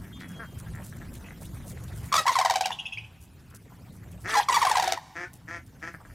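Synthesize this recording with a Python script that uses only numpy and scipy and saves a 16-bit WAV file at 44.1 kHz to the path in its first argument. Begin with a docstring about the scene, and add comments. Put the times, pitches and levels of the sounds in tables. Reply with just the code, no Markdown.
"""A wetland: from the start, ducks cluck over a low rumble and hiss, made of shaped noise, and reeds rustle in grainy noise.
A songbird soon whistles two notes (gliding tones), and there is one splash.
At about 2.1 s cranes rattle out a call (bursts of pulses repeated by the windpipe); a young one trills on two whistles.
At about 4.2 s near quacks (pulses ringing a throat) begin, and a second crane call follows.
The background sinks under each phrase of a call and creeps back."""
import sys
import numpy as np
from scipy import signal
from scipy.io import wavfile
from scipy.ndimage import uniform_filter1d

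SR = 44100
rng = np.random.default_rng(int(sys.argv[2]) if len(sys.argv) > 2 else 0)


def wrap_up_sound(samples):
    """Save the sound to the file named by the first command line argument, as 16-bit audio."""
    columns = np.atleast_2d(samples).T
    # keep every value between -1 and 1, then stretch to whole-number steps
    tamed = np.clip(columns, -1, 1)
    steps = np.round(tamed * 32767).astype(np.int16)
    wavfile.write(sys.argv[1], SR, steps)


N = 270774  # length in samples
TOP_HZ = 16100  # nothing sounds above this

# Colour of the far rumble: f/Hz, relative level per Hz/dB
RUMBLE_COLOUR = [(15, -24), (25, -20), (63, -3.5), (113, 0.5), (145, -6), (175, -2), (200, -10),
                 (265, -12.5), (295, -17.5), (420, -26.5), (550, -88), (920, -120)]
# Colour of the hiss: f/Hz, relative level per Hz/dB
HISS_COLOUR = [(180, -59), (300, -4.5), (605, -6.5), (1000, -10.5), (1220, -11.5), (1600, -12.5),
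               (1820, -13), (4350, -22), (12100, -22.5), (15200, -25.5), (16300, -45)]
# How alike the two ears hear the noise: f/Hz, likeness (1 = same)
EAR_LIKENESS = [(30, .95), (125, .988), (300, .96), (1000, .975), (5000, .95), (12000, .99)]
# Common background level: at first, and while sunk; each layer then sets its own level from it
FIRST_DB, SUNK_DB, SINK_S = -44, -54.5, .17
CREEP_DB_PER_S, SLOW_CREEP_DB_PER_S = 5.5, 2  # the slow one runs before the first call

# Far quacks and clucks: t/s, level/dB, pulse rate f/Hz, length/ms, throat pitch as a factor
FAR_CLUCKS = [(.0, -59, 117, 115, 0.97), (0.199, -48.5, 90.2, 78, 1.07), (0.291, -55, 147.4, 52, 0.9),
              (.391, -41, 226, 66, 0.85), (.603, -52, 154, 16, 0.78), (0.659, -54, 228, 37, 0.92),
              (.735, -49.5, 79, 77, 1.02), (.925, -48, 162, 10.4, 0.96), (1.01, -47.5, 168, 28, 0.97),
              (1.24, -50.5, 224, 35, 1.47), (1.283, -50, 45.6, 44, 1.13), (1.773, -49.5, 122.6, 11, 1.11),
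              (3.51, -57.5, 70.1, 61, 0.81), (3.72, -51.5, 200.6, 13, 0.53), (5.94, -41, 158.3, 14.7, 0.95),
              (6.05, -49.5, 162, 15, 0.95), (6.099, -56.5, 101.2, 19, 0.99)]
# Near quacks: t/s, length/s, first level/dB, last level/dB, first rate f/Hz, last rate f/Hz, closing note level/dB
NEAR_QUACKS = [(4.24, 0.14, -35, -31, 153.5, 228, -60), (4.558, 0.084, -46, -43.5, 185.5, 194.6, -70),
               (4.82, 0.12, -39.5, -41, 170, 188.5, -70), (5.148, 0.1, -37, -38.5, 154.5, 178.4, -43),
               (5.473, 0.097, -39.5, -39.5, 154.9, 171.2, -51),
               (5.813, 0.079, -39, -39.5, 150.3, 168.4, -56)]
# Resonances of a duck's throat: f/Hz, width/Hz (before widening), level/dB
DUCK_THROAT = [(320.4, 99, -0.5), (742, 510, -6), (1350, 246, -0.5), (1771, 290, 6), (2233, 625, -7),
               (3270, 380, -21.5), (5580, 2340, -18.5)]
QUACK_RISE_S, QUACK_FADE_DB_PER_S = 0.016, 756
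CLIMB = 0.25  # time constant of the rise in rate, as a share of the quack's length
CLOSING_HZ, CLOSING_MS = 1500, 32  # the short pure note on which a quack closes

# Rustles in the reeds: t/s, level/dB, length/ms
REED_RUSTLES = [(0.029, -62, 26), (.28, -55.5, 47), (0.579, -51, 38), (0.749, -56, 14), (0.829, -51, 83),
                (0.963, -51.5, 9.2), (1.13, -52.5, 59), (1.402, -51.5, 78), (1.529, -58, 61),
                (1.659, -49, 77), (1.835, -49.5, 11.5), (1.95, -53.5, 76), (2.028, -51.5, 74),
                (3.201, -60, 75), (3.5, -60, 15), (3.543, -51, 34), (3.92, -62, 56), (4.11, -58.5, 28),
                (4.2, -56.5, 51), (5.332, -50, 12), (5.345, -59, 36), (5.66, -62.5, 28), (5.929, -62, 40)]
# Splashes: t/s, level/dB, length/ms, centre f/Hz
WATER_SPLASHES = [(0.193, -53, 46, 3600)]
RUSTLE_HZ = 8900

# Songbird notes: t/s, length/ms, first f/Hz, last f/Hz, level/dB, upper side tone relative level/dB
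SONG_NOTES = [(.125, 80, 3240, 3225, -51, -7), (.215, 350, 3370, 3140, -58, -30)]

# Phrases of the crane calls: start t/s, end t/s, first air level/dB, last air level/dB,
# first pulse pairing level/dB, last pulse pairing level/dB
CALL_PHRASES = [(2.117, 2.212, -31.5, -34, -19, -4), (2.256, 2.73, -32.5, -49, -21.5, -20),
                (4.27, 4.411, -33.5, -34, -31, -25), (4.479, 4.93, -30.5, -39, -23, -20)]
# Colour of the breath: f/Hz, relative level per Hz/dB
BREATH_COLOUR = [(300, -26), (600, -1.5), (2000, -0.5), (5000, -7.5), (9000, -12.5), (15000, -24.5),
                 (17000, -44)]
AIR_RISE_S, AIR_FADE_DB_PER_S = 0.03, 350

# Crane syllables: t/s, level/dB, first f/Hz, length/ms, overtones relative level/dB
CRANE_SYLLABLES = [(2.119, -24.5, 1220, 3.4, -46), (2.124, -18, 1164, 10.7, -10),
                   (2.14, -14.5, 1260, 6.5, -9.5), (2.153, -21, 1230, 11.4, -8.5),
                   (2.161, -21.5, 1205, 12.8, -3), (2.175, -19.5, 1300, 32.5, -8.5),
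                   (2.207, -40, 1300, 36, -11), (2.255, -22, 880, 6.9, -32), (2.264, -18, 1018, 13, -14.5),
                   (2.276, -17, 1130, 15.3, -11), (2.290, -16.5, 1057, 11.3, -16.5),
                   (2.313, -33, 960, 28, -10.5), (2.354, -17, 1130, 9, -16), (2.363, -17, 1050, 9, -18),
                   (2.386, -16.5, 803, 10.3, -8.5), (2.398, -19, 935, 9, -15), (2.411, -17, 1110, 11, -15),
                   (2.448, -16.5, 802, 8.3, -11), (2.457, -14, 1015, 6.2, -14.5), (2.497, -16, 960, 8, -11),
                   (2.506, -16.5, 790, 10, -12), (2.538, -25, 1025, 7.2, -10),
                   (2.556, -16.5, 814, 10, -10.5), (2.608, -17.5, 820, 9.4, -9.5),
                   (2.655, -20.5, 829, 10.6, -6.5), (2.705, -22, 926, 5, -18.5),
                   (4.338, -22.5, 1200, 13.4, -11), (4.351, -18, 1018, 17, -14.5),
                   (4.364, -16, 832, 46.3, -14.5), (4.398, -15.5, 970, 6.1, -35),
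                   (4.485, -16.5, 1152, 10, -13.5), (4.494, -16.5, 1034, 8.4, -22),
                   (4.522, -21, 990, 19.5, -10), (4.54, -19, 1165, 24, -8.5), (4.557, -19.5, 1174, 12, -10),
                   (4.566, -13.5, 966, 12.3, -23), (4.615, -17, 1130, 13.4, -16.5),
                   (4.626, -16, 961, 11.8, -16), (4.649, -16.5, 820, 9.1, -10.5),
                   (4.667, -15.5, 1140, 10.8, -18), (4.695, -25, 1166, 9, -5.5),
                   (4.712, -14, 926, 10.7, -14), (4.753, -17, 1046, 9.7, -14), (4.769, -16, 826, 10, -11),
                   (4.780, -17, 830, 8.7, -17), (4.796, -17.5, 962, 8.5, -11.5), (4.823, -20, 810, 10, -10),
                   (4.84, -23, 930, 8.5, -8), (4.875, -19, 787, 10, -9), (4.921, -18.5, 769, 6.9, -5),
                   (4.974, -26, 968, 6.3, -18.5)]
# Colour of a crane's overtones: f/Hz, relative level/dB
BILL_COLOUR = [(1500, 3.5), (2100, 7.5), (2800, 2), (3600, 8.5), (4600, 6.5), (5800, 6), (7500, 1),
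               (10000, -9.5), (13000, -9.5), (16000, -64)]
WINDPIPE_MS, SAG = 10.3, .05  # round trip in the coiled windpipe; share of pitch lost per trip
ECHO_DB, ECHO_DB_PER_MS = -7, -0.88  # loss per trip, and more per ms of syllable beyond HELD_MS
GLIDE, HELD_MS = .075, 11  # share of pitch lost across a syllable; longer ones are held steadier
RASP, PUFF_DB = .4, -11  # flutter of the overtones; noise puffed out beside them

# Notes of the young crane: t/s, level/dB, low f/Hz, high membrane relative level/dB
YOUNG_NOTES = [(2.542, -35, 2400, 3), (2.637, -29.5, 2700, -4), (2.714, -31, 2850, 4),
               (2.786, -28, 2780, -1.5), (2.853, -28, 2595, -2), (2.921, -29, 2600, -2),
               (2.971, -28, 2482, -9), (3.035, -42, 2430, -4)]
PEEP_MS = 21
HIGH_HZ, HIGH_RATIO = 3330, 1.24  # the high membrane sits a ratio above the low one, up to a ceiling

# Near scatter from ground and brush: f/Hz, time to fall 60 dB t/s
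NEAR_SCATTER = [(500, 0.1), (1000, 0.096), (3000, 0.17), (8000, 0.096)]
# Far echoes from the trees: f/Hz, time to fall 60 dB t/s
TREE_ECHOES = [(500, 1), (1000, 1.4), (3000, 1.57), (8000, 1.3)]


def gain_of(db):
    """Turns decibels into a plain factor."""
    return 10 ** (np.asarray(db) / 20)


def evened(x):
    """Scales a signal to an average strength (RMS) of 1."""
    return x / np.sqrt(np.mean(x ** 2) + 1e-20)


def read(points, hz):
    """Reads a table of values between its points, on a log-frequency axis."""
    f, value = np.transpose(points)
    return np.interp(np.log(hz + 1), np.log(f + 1), value)


def add(mix, s, sound):
    """Lays a sound into the mix at a time in seconds."""
    part = mix[round(s * SR):][:len(sound)]
    part += sound[:len(part)]


def resonate(x, hz, width):
    """A two-pole resonance of gain 1 at its centre, like a hollow that rings."""
    b, a = signal.iirpeak(min(hz, .45 * SR), hz / width, SR)
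    return signal.lfilter(b, a, x)


def sweep(hz):
    """Adds up a changing pitch into a phase in radians."""
    return 2 * np.pi * np.cumsum(hz, axis=-1) / SR


def wobbling(shape, size):
    """Slow random movement: noise smoothed over a number of samples."""
    return evened(uniform_filter1d(rng.standard_normal(shape), size=size))


def swell(ms, rise):
    """Envelope that rises over a share of its length and rounds off."""
    u = np.linspace(0, 1, round(ms * SR / 1000))
    return np.sin(np.pi / 2 * np.minimum(u / rise, 1)) * np.cos(np.pi / 2 * u ** 3)


def held(t, start, end, first_db, last_db, rise_s, fade_db_per_s):
    """Gain that rises, slides from one level to another, and dies away."""
    slide_db = np.interp(t, (start, end), (first_db, last_db))
    slide_db = slide_db - fade_db_per_s * np.maximum(t - end, 0)
    return np.clip((t - start) / rise_s, 0, 1) * gain_of(slide_db)


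def wash(colour, level_db, patchy_db, flicker_db, size):
    """Stereo noise from random short-time spectra, with drifting patches and a shared flicker."""
    hop = size // 4
    frames, hz = N // hop + 5, np.fft.rfftfreq(size, 1 / SR)
    a, b, c, d, patches = rng.standard_normal((frames, len(hz), 5)).T
    patches = uniform_filter1d(patches, size=9, axis=0)
    patches = evened(uniform_filter1d(patches, size=9, axis=1))
    flicker = wobbling(frames, 3)
    same = np.clip(read(EAR_LIKENESS, hz), -1, 1)[:, None]
    left = a + 1j * b
    right = same * left + np.sqrt(1 - same ** 2) * (c + 1j * d)
    colour_db = read(colour, hz)[:, None] + patchy_db * patches + flicker_db * flicker
    spectra = np.array([left, right]) * gain_of(colour_db)
    noise = signal.istft(spectra, nperseg=size, noverlap=size - hop)[1][:, :N]
    return gain_of(level_db) * evened(noise)


def background():
    """Far rumble, and the hiss of air, water and distant birds, as two washes that sink together."""
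    t = np.arange(N) / SR
    level_db = FIRST_DB + SLOW_CREEP_DB_PER_S * t
    for start, end, *_ in CALL_PHRASES:
        level_db = np.where(t < start, level_db, SUNK_DB + CREEP_DB_PER_S * np.maximum(t - end, 0))
    # average over the past only, so that each sinking starts with its phrase
    sink = round(SINK_S * SR)
    level_db = uniform_filter1d(level_db, sink, origin=sink // 2 - 1)
    rumble = wash(RUMBLE_COLOUR, level_db + 1.5, patchy_db=2.5, flicker_db=0.17, size=4096)
    hiss = wash(HISS_COLOUR, 0.82 * level_db - 19, patchy_db=4.0, flicker_db=1.1, size=512)
    return rumble + hiss


def quack(level_db, hz, throat=1, rough=.27, second_db=-15):
    """Uneven pulses and puffs of noise ring a duck's throat; the second harmonic stays clear."""
    wobble = wobbling(len(hz), 150)
    turns = .9 + np.cumsum(hz * (1 + .07 * rough * wobble)) / SR
    pulses = np.diff(np.floor(turns), prepend=0) * gain_of(2.0 * rng.standard_normal(len(hz)))
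    puffs = np.exp(-(turns % 1) / .35) * rng.standard_normal(len(hz))
    drive = (1 - rough) * evened(pulses) + rough * evened(puffs)
    voice = np.zeros(len(hz))
    for k, (f, width, db) in enumerate(DUCK_THROAT):
        once = resonate(drive, f * throat, 1.15 * width)
        twice = resonate(once, f * throat, 1.15 * width)
        voice += (-1) ** k * gain_of(db) * twice  # neighbours take opposite signs
    second = gain_of(second_db) * np.sin(2 * 2 * np.pi * turns)
    return gain_of(level_db) * (evened(voice) + second)


def ducks():
    """Far quacks are short and dull; near ones climb in rate and close on a pure note."""
    out = np.zeros(N)
    for s, db, hz, ms, throat in FAR_CLUCKS:
        shape = swell(ms, rise=.15)
        arch = hz * (1.02 - .28 * np.linspace(0, 1, len(shape)) ** 3)
        voice = quack(db, arch, throat, rough=.1, second_db=-30)
        b, a = signal.butter(2, 2800, fs=SR)  # distance dulls the treble
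        add(out, s, signal.lfilter(b, a, voice) * shape)
    for s, length, first_db, last_db, first_hz, last_hz, closing_db in NEAR_QUACKS:
        t = np.arange(SR // 4) / SR
        hz = last_hz - (last_hz - first_hz) * np.exp(-t / (CLIMB * length))
        level = held(t, 0, length, first_db, last_db, QUACK_RISE_S, QUACK_FADE_DB_PER_S)
        add(out, s, quack(0, hz) * level)
        shape = swell(CLOSING_MS, rise=0.18)
        note = np.sin(2 * np.pi * CLOSING_HZ * np.arange(len(shape)) / SR)
        add(out, s + length, gain_of(closing_db) * shape * note)
    return out


def rustles():
    """Reeds and a splash: grainy bursts of wide hiss, a little different in each ear."""
    out = np.zeros((2, N))
    for s, db, ms, hz in [(*row, RUSTLE_HZ) for row in REED_RUSTLES] + WATER_SPLASHES:
        shape = swell(ms, rise=0.23)
        grain = gain_of(4.9 * wobbling(len(shape), 60))
        both, left, right = rng.standard_normal((3, len(shape)))
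        for ear, own in zip(out, (left, right)):
            hiss = resonate((both + 0.25 * own) * grain, hz, 0.57 * hz)
            add(ear, s, gain_of(db) * shape * evened(hiss))
    return out


def songbird():
    """A short note, then a falling whistle: a gliding tone with a weaker tone on each side."""
    out = np.zeros(N)
    for s, ms, first_hz, last_hz, db, side_db in SONG_NOTES:
        shape = swell(ms, rise=.1) ** .5
        turn = sweep(np.linspace(first_hz, last_hz, len(shape)))
        below = gain_of(-13) * np.sin(.895 * turn)
        above = gain_of(side_db) * np.sin(1.1 * turn)
        add(out, s, gain_of(db) * shape * (np.sin(turn) + below + above))
    return out


def breath():
    """Air rushes through the open bills in each phrase: fluttering noise that follows the phrases."""
    t = np.arange(N) / SR
    level = sum(held(t, *row[:4], AIR_RISE_S, AIR_FADE_DB_PER_S) for row in CALL_PHRASES)
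    return level * wash(BREATH_COLOUR, 0, patchy_db=5.0, flicker_db=1.0, size=256)


def syllable(s, db, first_hz, ms, overtones_db):
    """A burst of membrane pulses, repeated duller and a little lower by each round trip in the windpipe."""
    shape = swell(ms, rise=0.21)
    echo_db = min(ECHO_DB + ECHO_DB_PER_MS * max(ms - HELD_MS, 0), 0)
    glide = np.linspace(1, 1 - GLIDE * min(HELD_MS / ms, 1), len(shape))
    hz = first_hz * glide * (1 + .008 * wobbling(len(shape), 90))
    flutter = 1 + RASP * wobbling(len(shape), 30)
    puff = gain_of(PUFF_DB) * evened(resonate(rng.standard_normal(len(shape)), 4400, 6300))
    # pairing: every other pulse is stronger, by the setting of the phrase under way
    phrase = [row for row in CALL_PHRASES if row[0] < s + AIR_RISE_S][-1]
    start, end, _, _, first_db, last_db = phrase
    pairing = gain_of(np.interp(s, (start, end), (first_db, last_db)))
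    out = np.zeros(len(hz) + SR // 20)
    for trip in range(4):
        turn = sweep(hz * (1 - SAG) ** trip)
        overtones = np.zeros(len(hz))
        for k in range(3, 21):
            overtones += gain_of(read(BILL_COLOUR, k * hz)) * np.cos(k * turn) * (k * hz < TOP_HZ)
        upper = gain_of(overtones_db - 2.8 * trip) * shape ** 2.8 * (evened(overtones * flutter) + puff)
        lower = shape * (np.cos(turn) - gain_of(-17) * np.cos(2 * turn))
        pulses = (lower - upper) * (1 + pairing * np.cos(turn / 2))
        add(out, trip * WINDPIPE_MS / 1000, gain_of(db + trip * echo_db) * pulses)
    return out


def peep(db, low_hz, high_db):
    """Two membranes whistle in quick throbs: the low one leads and bends up, the high one ends the note."""
    shape = swell(PEEP_MS, rise=0.29)
    high_hz = min(HIGH_HZ, HIGH_RATIO * low_hz)
    t, u = np.arange(len(shape)) / SR, np.linspace(0, 1, len(shape))
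    pitches = np.array([low_hz + 0.64 * (high_hz - low_hz) * u ** 3, high_hz + 0 * u])
    low, high = sweep(pitches * (1 + 0.045 * wobbling((2, len(t)), 130)))
    throb = .6 - 0.54 * np.cos(2 * np.pi * 125 * t)
    low = np.sin(low) + gain_of(-22) * np.sin(2 * low)
    high = np.sin(high) + gain_of(-18) * np.sin(2 * high) + gain_of(-18) * np.sin(3 * high)
    # the two throb in turn
    both = throb * low + gain_of(high_db) * (1.2 - throb) * (0.14 + u) * high
    return gain_of(db) * shape * both


def echoes(x, decays):
    """Sparse echoes of random sign, each band dying at its own speed."""
    taps = np.zeros((2, SR))
    at = np.arange(120, SR - 20, 20) + rng.integers(0, 20, (2, (SR - 121) // 20))
    np.put_along_axis(taps, at, rng.choice([-1., 1.], at.shape), 1)
    taps[1] = 1.03 * taps[0] + 0.071 * taps[1]  # the right ear hears nearly the same echoes
    hz, t, z = signal.stft(taps, SR, nperseg=256)
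    decay = gain_of(-60 * t / read(decays, hz)[:, None])
    tail = signal.istft(z * decay, SR, nperseg=256)[1]
    return signal.fftconvolve(x[None], tail / np.linalg.norm(tail[0]), axes=1)[:, :N]


def scene():
    """Birds at their places from left to right, their echoes, and the background."""
    flock = ducks() + songbird()
    cranes, young = np.zeros(N), np.zeros(N)
    for s, *row in CRANE_SYLLABLES:
        add(cranes, s, syllable(s, *row))
    for s, *row in YOUNG_NOTES:
        add(young, s, peep(*row))
    no_bass = signal.butter(4, 460, "high", fs=SR, output="sos")
    cranes = signal.sosfilt(no_bass, cranes)  # a narrow bill radiates no bass
    cranes = cranes + gain_of(4) * resonate(cranes, 1960, 260)  # the throat rings on near two kilohertz
    # left and right gains in dB
    direct = cranes * gain_of([[.3], [-.3]]) + young * gain_of([[.2], [-.2]])
    direct = direct + flock * gain_of([[1.2], [-1.2]])
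    near = echoes(gain_of(-11) * cranes + gain_of(-6) * young + gain_of(-5) * flock, NEAR_SCATTER)
    far = echoes(gain_of(-20.5) * cranes + gain_of(-20.5) * young + gain_of(-30.0) * flock, TREE_ECHOES)
    return background() + rustles() + breath() + direct + near + far


def record(dry):
    """A steep low-pass filter takes away everything above the top frequency."""
    low_pass = signal.firwin(511, TOP_HZ, window=("kaiser", 9), fs=SR)
    return signal.oaconvolve(dry, low_pass[None], "same")


dry = scene()
out = record(dry)
wrap_up_sound(out)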